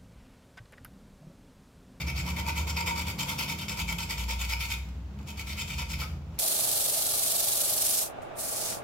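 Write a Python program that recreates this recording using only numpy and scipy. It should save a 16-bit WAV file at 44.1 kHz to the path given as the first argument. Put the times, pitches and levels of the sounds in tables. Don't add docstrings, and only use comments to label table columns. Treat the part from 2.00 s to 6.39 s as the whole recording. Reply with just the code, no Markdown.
import sys
import numpy as np
from scipy import signal
from scipy.fft import rfft, irfft, next_fast_len
from scipy.io import wavfile
from scipy.ndimage import uniform_filter1d

SR = 44100
rng = np.random.default_rng(int(sys.argv[2]) if len(sys.argv) > 2 else 0)


def invert_db(x):
    u = np.asarray(x, float) / 20
    return 10 ** u


def put_to_file(sound):
    columns = np.atleast_2d(sound).T
    safe = np.clip(columns, -1, 1)
    whole_steps = np.round(safe * 32767)
    wavfile.write(sys.argv[1], SR, whole_steps.astype(np.int16))


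N = 193554
T = np.arange(N) / SR

# pitch_hz, width_hz, level_db, left_lead_rad, left_minus_right_db
SHELL_MODES = [(519, 14, -6, 1.1, -11), (850, 27, -6, 0.86, 21), (934.5, 30, 18, 1.24, -1),
               (976, 20, -5, -0.79, 7), (1087, 190, -5.5, 0.093, -5), (1392, 35, -4.5, -1.1, 13),
               (1487, 36, -4, -2.3, -16)]
RIM_MODES = [(800, 43, -10, 0, 0), (990, 36, -5, .5, 0), (1050, 38, 3, 0, 0), (1277, 31, 12, -0.46, 0)]
FACE_MODES = [(2120, 41, 6.5, -3.5, 0.4), (2024, 29, -2, -12, 1), (2150, 62, -9, -1.5, 0.81),
              (2274, 140, 3.5, 2, 1.5), (2267, 88, 4, -0.54, 0.99), (2320, 46, 6.5, -0.46, 1.9),
              (2435, 71, -6, 4, 0.76), (2494, 67, 2, -4, 7), (2544, 88, 5, -6, 1.3),
              (2737, 60, -3, 0.7, 1.5), (2930, 150, -3, -6.5, 1.5)]
TEETH_MODES = [(2996, 96, -9, 1, 1.4), (3133, 48, -1, -1.5, 2.4), (3300, 66, -3, -1.8, 1.2),
               (3638, 114, -1.5, 1.05, 0.68), (3860, 160, -6.5, -2.54, 0.59), (4490, 140, -7.5, 1, 1),
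               (4644, 86, -4, -3, 0.61), (4856, 112, -6, 1.87, 0.31), (5190, 240, -6, 1, 0.92),
               (5566, 250, -7.5, 1, 0.51), (6330, 130, -11.5, -1.5, 1), (6900, 196, -8, -1, 0.96),
               (7400, 330, -6.5, -2.5, 1.8)]
BURR_MODES = [(9280, 520, -1.5, -2, 0), (10670, 380, -2, 2, -1), (11580, 360, 0, -2, -1),
              (11940, 510, -4, 1.5, 0), (13000, 590, 4.5, -1.6, 0), (14140, 200, 0.5, 1, 0),
              (14600, 550, -5, -1, 0), (15300, 450, -3, -2, 0)]
# pitch_hz, level_db
RASP_COLOUR = [(400, -26), (700, -54), (1350, 0.5), (1780, -44), (2300, -2.5), (4100, -8.5), (5950, -6.5),
               (7600, -13.5), (8500, -18.5), (10000, -40)]
# pitch_hz, level_db
GRIT_COLOUR = [(7600, -10), (8600, 4.5), (9400, -1.5), (10800, -1), (11700, -1), (13200, -1.5), (14500, -1),
               (15800, -13)]
# start_s, length_s, level_db
KNOCKS = [
    (4.017, 0.026, -38.5),
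]


def grater():
    face, shell, grit, place = contact()
    bite = snaps(rate_hz=2800., spread_db=3.0, row_db=2.0)
    bite[[int(row[0] * SR) + 9 for row in TOUCHES + LIGHT_TOUCHES]] = 7
    drag = snaps(rate_hz=12000., spread_db=2.5, row_db=1.0)
    burrs = np.array([snaps(rate_hz=9700.0, spread_db=2.0, row_db=2.0) for _ in range(2)])
    edge = face ** .25 * grit ** .75
    knock = sum(invert_db(db) * (T > s) * np.exp(-((T - s) / length) ** 2) for s, length, db in KNOCKS)

    trembling = drag * uniform_filter1d(shell, int(0.028 * SR))
    shell_hum = sheet(trembling + 0.55 * bite * shell, SHELL_MODES, patchy_db=3.5)
    rim_hum = sheet(drag * knock, RIM_MODES, patchy_db=11.0)
    hum = rms(shell) * level(shell_hum, -7.5) + rms(knock) * level(rim_hum, 0)
    hum = colour(hum, [(350, -68), (480, 2.5), (800, -12.5), (900, -2.5), (1500, -0.5), (1800, -11), (4000, -30)])

    face_zing = sheet(bite * face, FACE_MODES, patchy_db=4.0, lean_db=3.7 * place)
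    teeth_zing = sheet(bite * edge, TEETH_MODES, patchy_db=6.5, patch_hz=45.05)
    zing = rms(face) * level(face_zing, -7.5) + rms(edge) * level(teeth_zing, 0.46)
    zing = colour(zing, [(600, -10), (1750, -7), (2000, -2.0), (7800, 0), (8500, 6.5), (12000, -21)])

    rasp = rms(edge) * level(colour((bite + 1.4 * burrs) * edge, RASP_COLOUR), -3.0)
    fine_grit = rms(grit) * level(colour((0.43 * bite + burrs) * grit, GRIT_COLOUR), -7.5)
    burr_ring = sheet(bite * grit, BURR_MODES, patchy_db=1.5, patch_hz=60.2)
    burr_ring = colour(burr_ring, [(7000, -37), (8800, -1), (9300, 1), (16500, -0.5)])
    return hum + zing + rasp + fine_grit + rms(grit) * level(burr_ring, -4.0)


# start_s, length_s, pressure_db
FIRST_BOUT = [(0.0, 0.027, -33.5), (0.066, 0.046, -35.5), (0.155, 0.064, -36), (0.258, 0.061, -37.5),
              (0.361, 0.056, -36), (0.464, 0.049, -32.5), (0.555, 0.07, -37), (0.673, 0.045, -37),
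              (0.762, 0.056, -33.5), (0.862, 0.062, -33), (0.956, 0.072, -35.5), (1.066, 0.052, -38.5),
              (1.186, 0.049, -35), (1.274, 0.065, -37), (1.381, 0.069, -35), (1.48, 0.053, -36.5),
              (1.583, 0.063, -40.5), (1.688, 0.05, -37), (1.768, 0.061, -37.5), (1.879, 0.061, -39.5),
              (1.987, 0.059, -38.5), (2.092, 0.046, -35.5), (2.176, 0.069, -39.5), (2.284, 0.061, -37),
              (2.388, 0.073, -37), (2.49, 0.055, -32.5), (2.596, 0.069, -36), (2.692, 0.058, -37)]
SECOND_BOUT = [
    (3.268, 0.055, -47),
    (3.372, 0.052, -42),
    (3.466, 0.074, -41),
    (3.571, 0.064, -36.5),
    (3.674, 0.082, -40),
    (3.779, 0.048, -35),
    (3.888, 0.064, -39.5),
    (3.986, 0.063, -41),
    (4.383, 0.0058, -85),
]
# start_s, shell_db, grit_db
HOLD = [(0, -50, -54.5), (.3, -39.5, -51), (.48, -36, -51.5), (.6, -39.5, -50), (0.851, -38, -51),
        (1.3, -35, -46), (1.55, -42, -49), (1.9, -36.5, -49), (2.3, -42.5, -50), (2.7, -43, -49),
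        (3.28, -47, -53.5), (3.45, -47, -51), (3.7, -47, -52.5), (4.0, -40, -50.5)]
# start_s, peak_db, grit_db
CATCHES = [(0.073, -35, -36), (0.0822, -30, -51), (0.67, -20, -21), (0.8614, -25, -12), (1.1895, -22, -12),
           (1.2305, -24, -12), (1.286, -21, -44), (1.3897, -26, -2.5), (1.6827, -26, -14),
           (1.7897, -30, -19), (2.107, -30, -14), (1.876, -30, -26), (1.889, -19, -33),
           (1.9841, -21.5, -10), (2.2916, -18.5, -33), (2.412, -23, -23), (2.7162, -17, -33),
           (3.394, -31, -17), (3.583, -31, -20), (3.7853, -22, -28)]
RIM_CATCHES = [
    (0.464, -32, -18),
    (0.7672, -17.5, -28),
    (3.8187, -21.5, -28),
]
# start_s, peak_db, shell_db, grit_db
LIGHT_TOUCHES = [
    (2.8875, -46, -8, -3),
    (3.1885, -33, -14, -22),
    (3.198, -46, 23, -14),
    (3.212, -42, -8, -16),
    (3.228, -43, -8, -14),
    (4.218, -48, 0, -18),
    (4.345, -46, -8, -16),
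    (4.384, -30, -4, -18),
]
CATCH_SHELL_DB, RIM_SHELL_DB = -11, 5
TOUCHES = [(s, db, CATCH_SHELL_DB, grit_db) for s, db, grit_db in CATCHES]
TOUCHES += [(s, db, RIM_SHELL_DB, grit_db) for s, db, grit_db in RIM_CATCHES]


def contact(fall_s=0.013, touch_s=0.0067, touch_db=-8.0):
    usual_push_db = -37
    shell_follows, grit_follows = 0.53, 0.5
    down_shell_db, down_grit_db = 3.0, 0.1
    arch_db = 2.5
    pressure, place = np.zeros((3, N)), np.zeros(N)
    s, shell_db, grit_db = np.transpose(HOLD)
    for k, (start, length, db) in enumerate(FIRST_BOUT + SECOND_BOUT):
        near = slice(max(int((start - .1) * SR), 0), int((start + .3) * SR))
        t, down, extra_db = T[near] - start, k % 2, db - usual_push_db
        along = np.clip(t / length, 0, 1) - .5
        rise_s = 0.0084 if down else 0.0066
        swell_db = 0.2 if down else -0.27
        grip = np.exp(np.minimum(np.minimum(t / rise_s, (length - t) / fall_s), .7))
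        shell_felt = np.interp(start, s, shell_db) + shell_follows * extra_db + down_shell_db * (down - .5)
        grit_felt = np.interp(start, s, grit_db) + grit_follows * extra_db + down_grit_db * (down - .5)
        travel = invert_db(2 * swell_db * along + arch_db * (.5 - (2 * along) ** 2))
        pressure[:, near] += grip * travel * invert_db([[db], [shell_felt], [grit_felt]])
        place[near] = np.where(t > -.015, along, place[near])
    for start, db, touch_shell_db, touch_grit_db in TOUCHES + LIGHT_TOUCHES:
        near = slice(int(start * SR), int((start + .1) * SR))
        felt_db = db + touch_db + np.array([[0], [touch_shell_db], [touch_grit_db]])
        pressure[:, near] += np.exp((start - T[near]) / touch_s) * invert_db(felt_db)
    return *pressure, place


def snaps(rate_hz, spread_db, row_db, top_db=12.0):
    moment, strength, direction = rng.random((3, N))
    size = invert_db(np.minimum(-spread_db * np.log(strength), top_db)) * np.sign(direction - .5)
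    return level((moment < rate_hz / SR) * size * invert_db(row_db * walk(190.)), 0)


def sheet(force, modes, patchy_db, patch_hz=25.04, lean_db=0):
    out, middle_hz = np.zeros((2, N)), np.mean(modes, axis=0)[0]
    for hz, width_hz, db, lead, pan_db in modes:
        drive_db = db + patchy_db * np.tanh(walk(patch_hz)) + lean_db * np.log2(hz / middle_hz)
        z = ring(force * invert_db(drive_db), hz, width_hz)
        left = z * invert_db(pan_db / 2) * np.exp(.5j * lead)
        right = z * invert_db(-pan_db / 2) * np.exp(-.5j * lead)
        out += np.imag([left, right])
    return out


def kitchen(x, t60_s=0.44, mid_t60_s=0.42, high_t60_s=0.37, wet_db=-5.0, gap_s=0.00311, alike=0.36):
    t = T[:SR]
    noise = rng.standard_normal((2, SR)) + alike * rng.standard_normal(SR)
    low, mid = (signal.sosfilt(signal.butter(2, hz, fs=SR, output="sos"), noise) for hz in (3500, 8000))
    tail = low * invert_db(-60 * t / t60_s)
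    tail += (mid - low) * invert_db(-60 * t / mid_t60_s)
    tail += (noise - mid) * invert_db(-60 * t / high_t60_s)
    tail *= (t > gap_s) * invert_db(wet_db) / np.sqrt(np.sum(tail ** 2) / 2)
    return x + signal.fftconvolve(x, tail, axes=1)[:, :N]


# start_s, end_s, halfway_hz, level_db
LORRY = [(-.2, .3, 60.2, -38), (-.1, 1.179, 73.8, -36.5), (-.1, 1.295, 83.8, -52),
         (-.1, 0.59, 130.5, -44.5), (-.1, 0.596, 143.7, -43.5), (-.1, 0.67, 175.9, -41.5),
         (0.392, 1.353, 172.2, -45), (0.798, 1.3, 210.5, -47.5), (0.957, 1.7, 140.2, -47.5),
         (1.107, 2.29, 74.6, -53), (1.248, 1.941, 202.4, -44.5), (1.319, 2.358, 169.8, -43),
         (1.725, 3.104, 60.5, -35.5)]
VAN = [
    (2.801, 4.629, 73.47, -41.5),
    (3.31, 4.7, 59.9, -41.5),
]
BUS = [
    (2.194, 3.404, 100.4, -49.5),
    (3.002, 3.88, 203.6, -50),
    (3.402, 4.514, 134.4, -47.5),
    (3.594, 4.6, 166.1, -47.5),
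]


def engine(wobble_db=4.0, unsteady=0.0031):
    out, speed = np.zeros((2, N)), 1 + unsteady * walk(5.925)
    for orders, gain_per_s in [(LORRY, 0.096), (VAN, 0.1573), (BUS, 0.0531)]:
        for start, end, middle_hz, db in orders:
            near = slice(max(int(start * SR), 0), int(end * SR))
            along = np.clip((T[near] - start) / (end - start), 0, 1)
            hz = middle_hz * (1 + gain_per_s * (along - .5) * (end - start)) * speed[near]
            phase = 2 * np.pi * (np.cumsum(hz) / SR + rng.random((2, 1)))
            swell = np.sqrt(np.sin(np.pi * along) + 1e-9)
            out[:, near] += swell * invert_db(db + 1.5 + wobble_db * np.tanh(walk(9.)[near])) * np.sin(phase)
    return out


# start_s, level_db
TRAFFIC = [(0, -53.5), (.9, -51), (1.798, -54), (2.6, -61.5), (3.298, -58), (4.39, -57.5)]
# pitch_hz, level_db
TRAFFIC_COLOUR = [(15, -20), (30, -11), (45, -38), (60, 5), (220, -9.5), (300, -8.5), (420, -17.5),
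                  (800, -20), (1500, -27)]
# pitch_hz, width_hz, level_db
ROOM_MODES = [(66, 5.3, -56), (78, 7, -46.5), (86.5, 14, -55), (138.2, 5.6, -51), (163.3, 17, -50.5),
              (207.1, 2.5, -53)]
# pitch_hz, level_db
AIR_COLOUR = [(400, 2), (700, -1.5), (1700, -7), (2500, -7), (4000, -13), (7500, -18), (8500, -25),
              (16000, -26)]
# start_s, level_db
RUSTLE = [(0, 3), (3.1, -0.5), (3.2, 1.5), (4.1, -0.5), (4.39, 2)]


def background():
    swell = invert_db(np.interp(T, *np.transpose(TRAFFIC)))
    rumble = level(colour(rng.standard_normal((2, N)), TRAFFIC_COLOUR), 9.67) * swell
    boom = sum(level(ring(rng.standard_normal((2, N)), hz, w).real, db) for hz, w, db in ROOM_MODES)
    boom = colour(boom, [(40, -27), (55, 2.5), (250, -3), (400, -15)])
    air = level(colour(rng.standard_normal((2, N)), AIR_COLOUR), -59)
    return rumble + boom + air * invert_db(1.6 * walk(12.) + np.interp(T, *np.transpose(RUSTLE)))


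# pitch_hz, side_minus_mid_db
SIDE_SHARE = [(60, -30), (125, -23), (250, -17), (500, -9.5), (1500, -2.5), (8000, 0)]


def wide(x):
    side = colour(x[1], [(1, -40), *SIDE_SHARE, (SR / 2, 0)])
    return np.array([x[0] + side, x[0] - side])


def rms(x):
    return np.sqrt(np.mean(x ** 2))


def level(x, db):
    return x * invert_db(db) / rms(x)


def colour(x, points):
    hz, db = np.transpose(points)
    size = next_fast_len(N + 4096)
    axis = np.log(np.arange(size // 2 + 1) * SR / size + 1)
    gain = invert_db(np.interp(axis, np.log(hz), db, -90, -90))
    return irfft(rfft(x, size) * gain, size)[..., :N]


def walk(rate_hz):
    k = int(SR / rate_hz)
    steps = rng.standard_normal(N // 20)[:N // k + 1]
    y = uniform_filter1d(uniform_filter1d(np.repeat(steps, k), k), k)[:N]
    return y / y.std()


def ring(x, hz, width_hz):
    fall = np.exp(-np.pi * width_hz / SR)
    return 2 * (1 - fall) * signal.lfilter([1], [1, -fall * np.exp(2j * np.pi * hz / SR)], x)


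def scene():
    return kitchen(grater()) + wide(engine() + background())


def top_cut(x):
    return signal.sosfilt(signal.butter(12, 16660, fs=SR, output="sos"), x)


# pitch_hz, level_db
HOUSING = [(10, 0), (7900, 0), (8550, -7), (9200, 0), (22050, 0)]


def record(dry):
    low_pass = signal.ellip(10, .2, 70, 15800, fs=SR, output="sos")
    mix = signal.sosfilt(low_pass, colour(dry, HOUSING))
    return top_cut(mix)


dry = scene()
out = record(dry)
put_to_file(out)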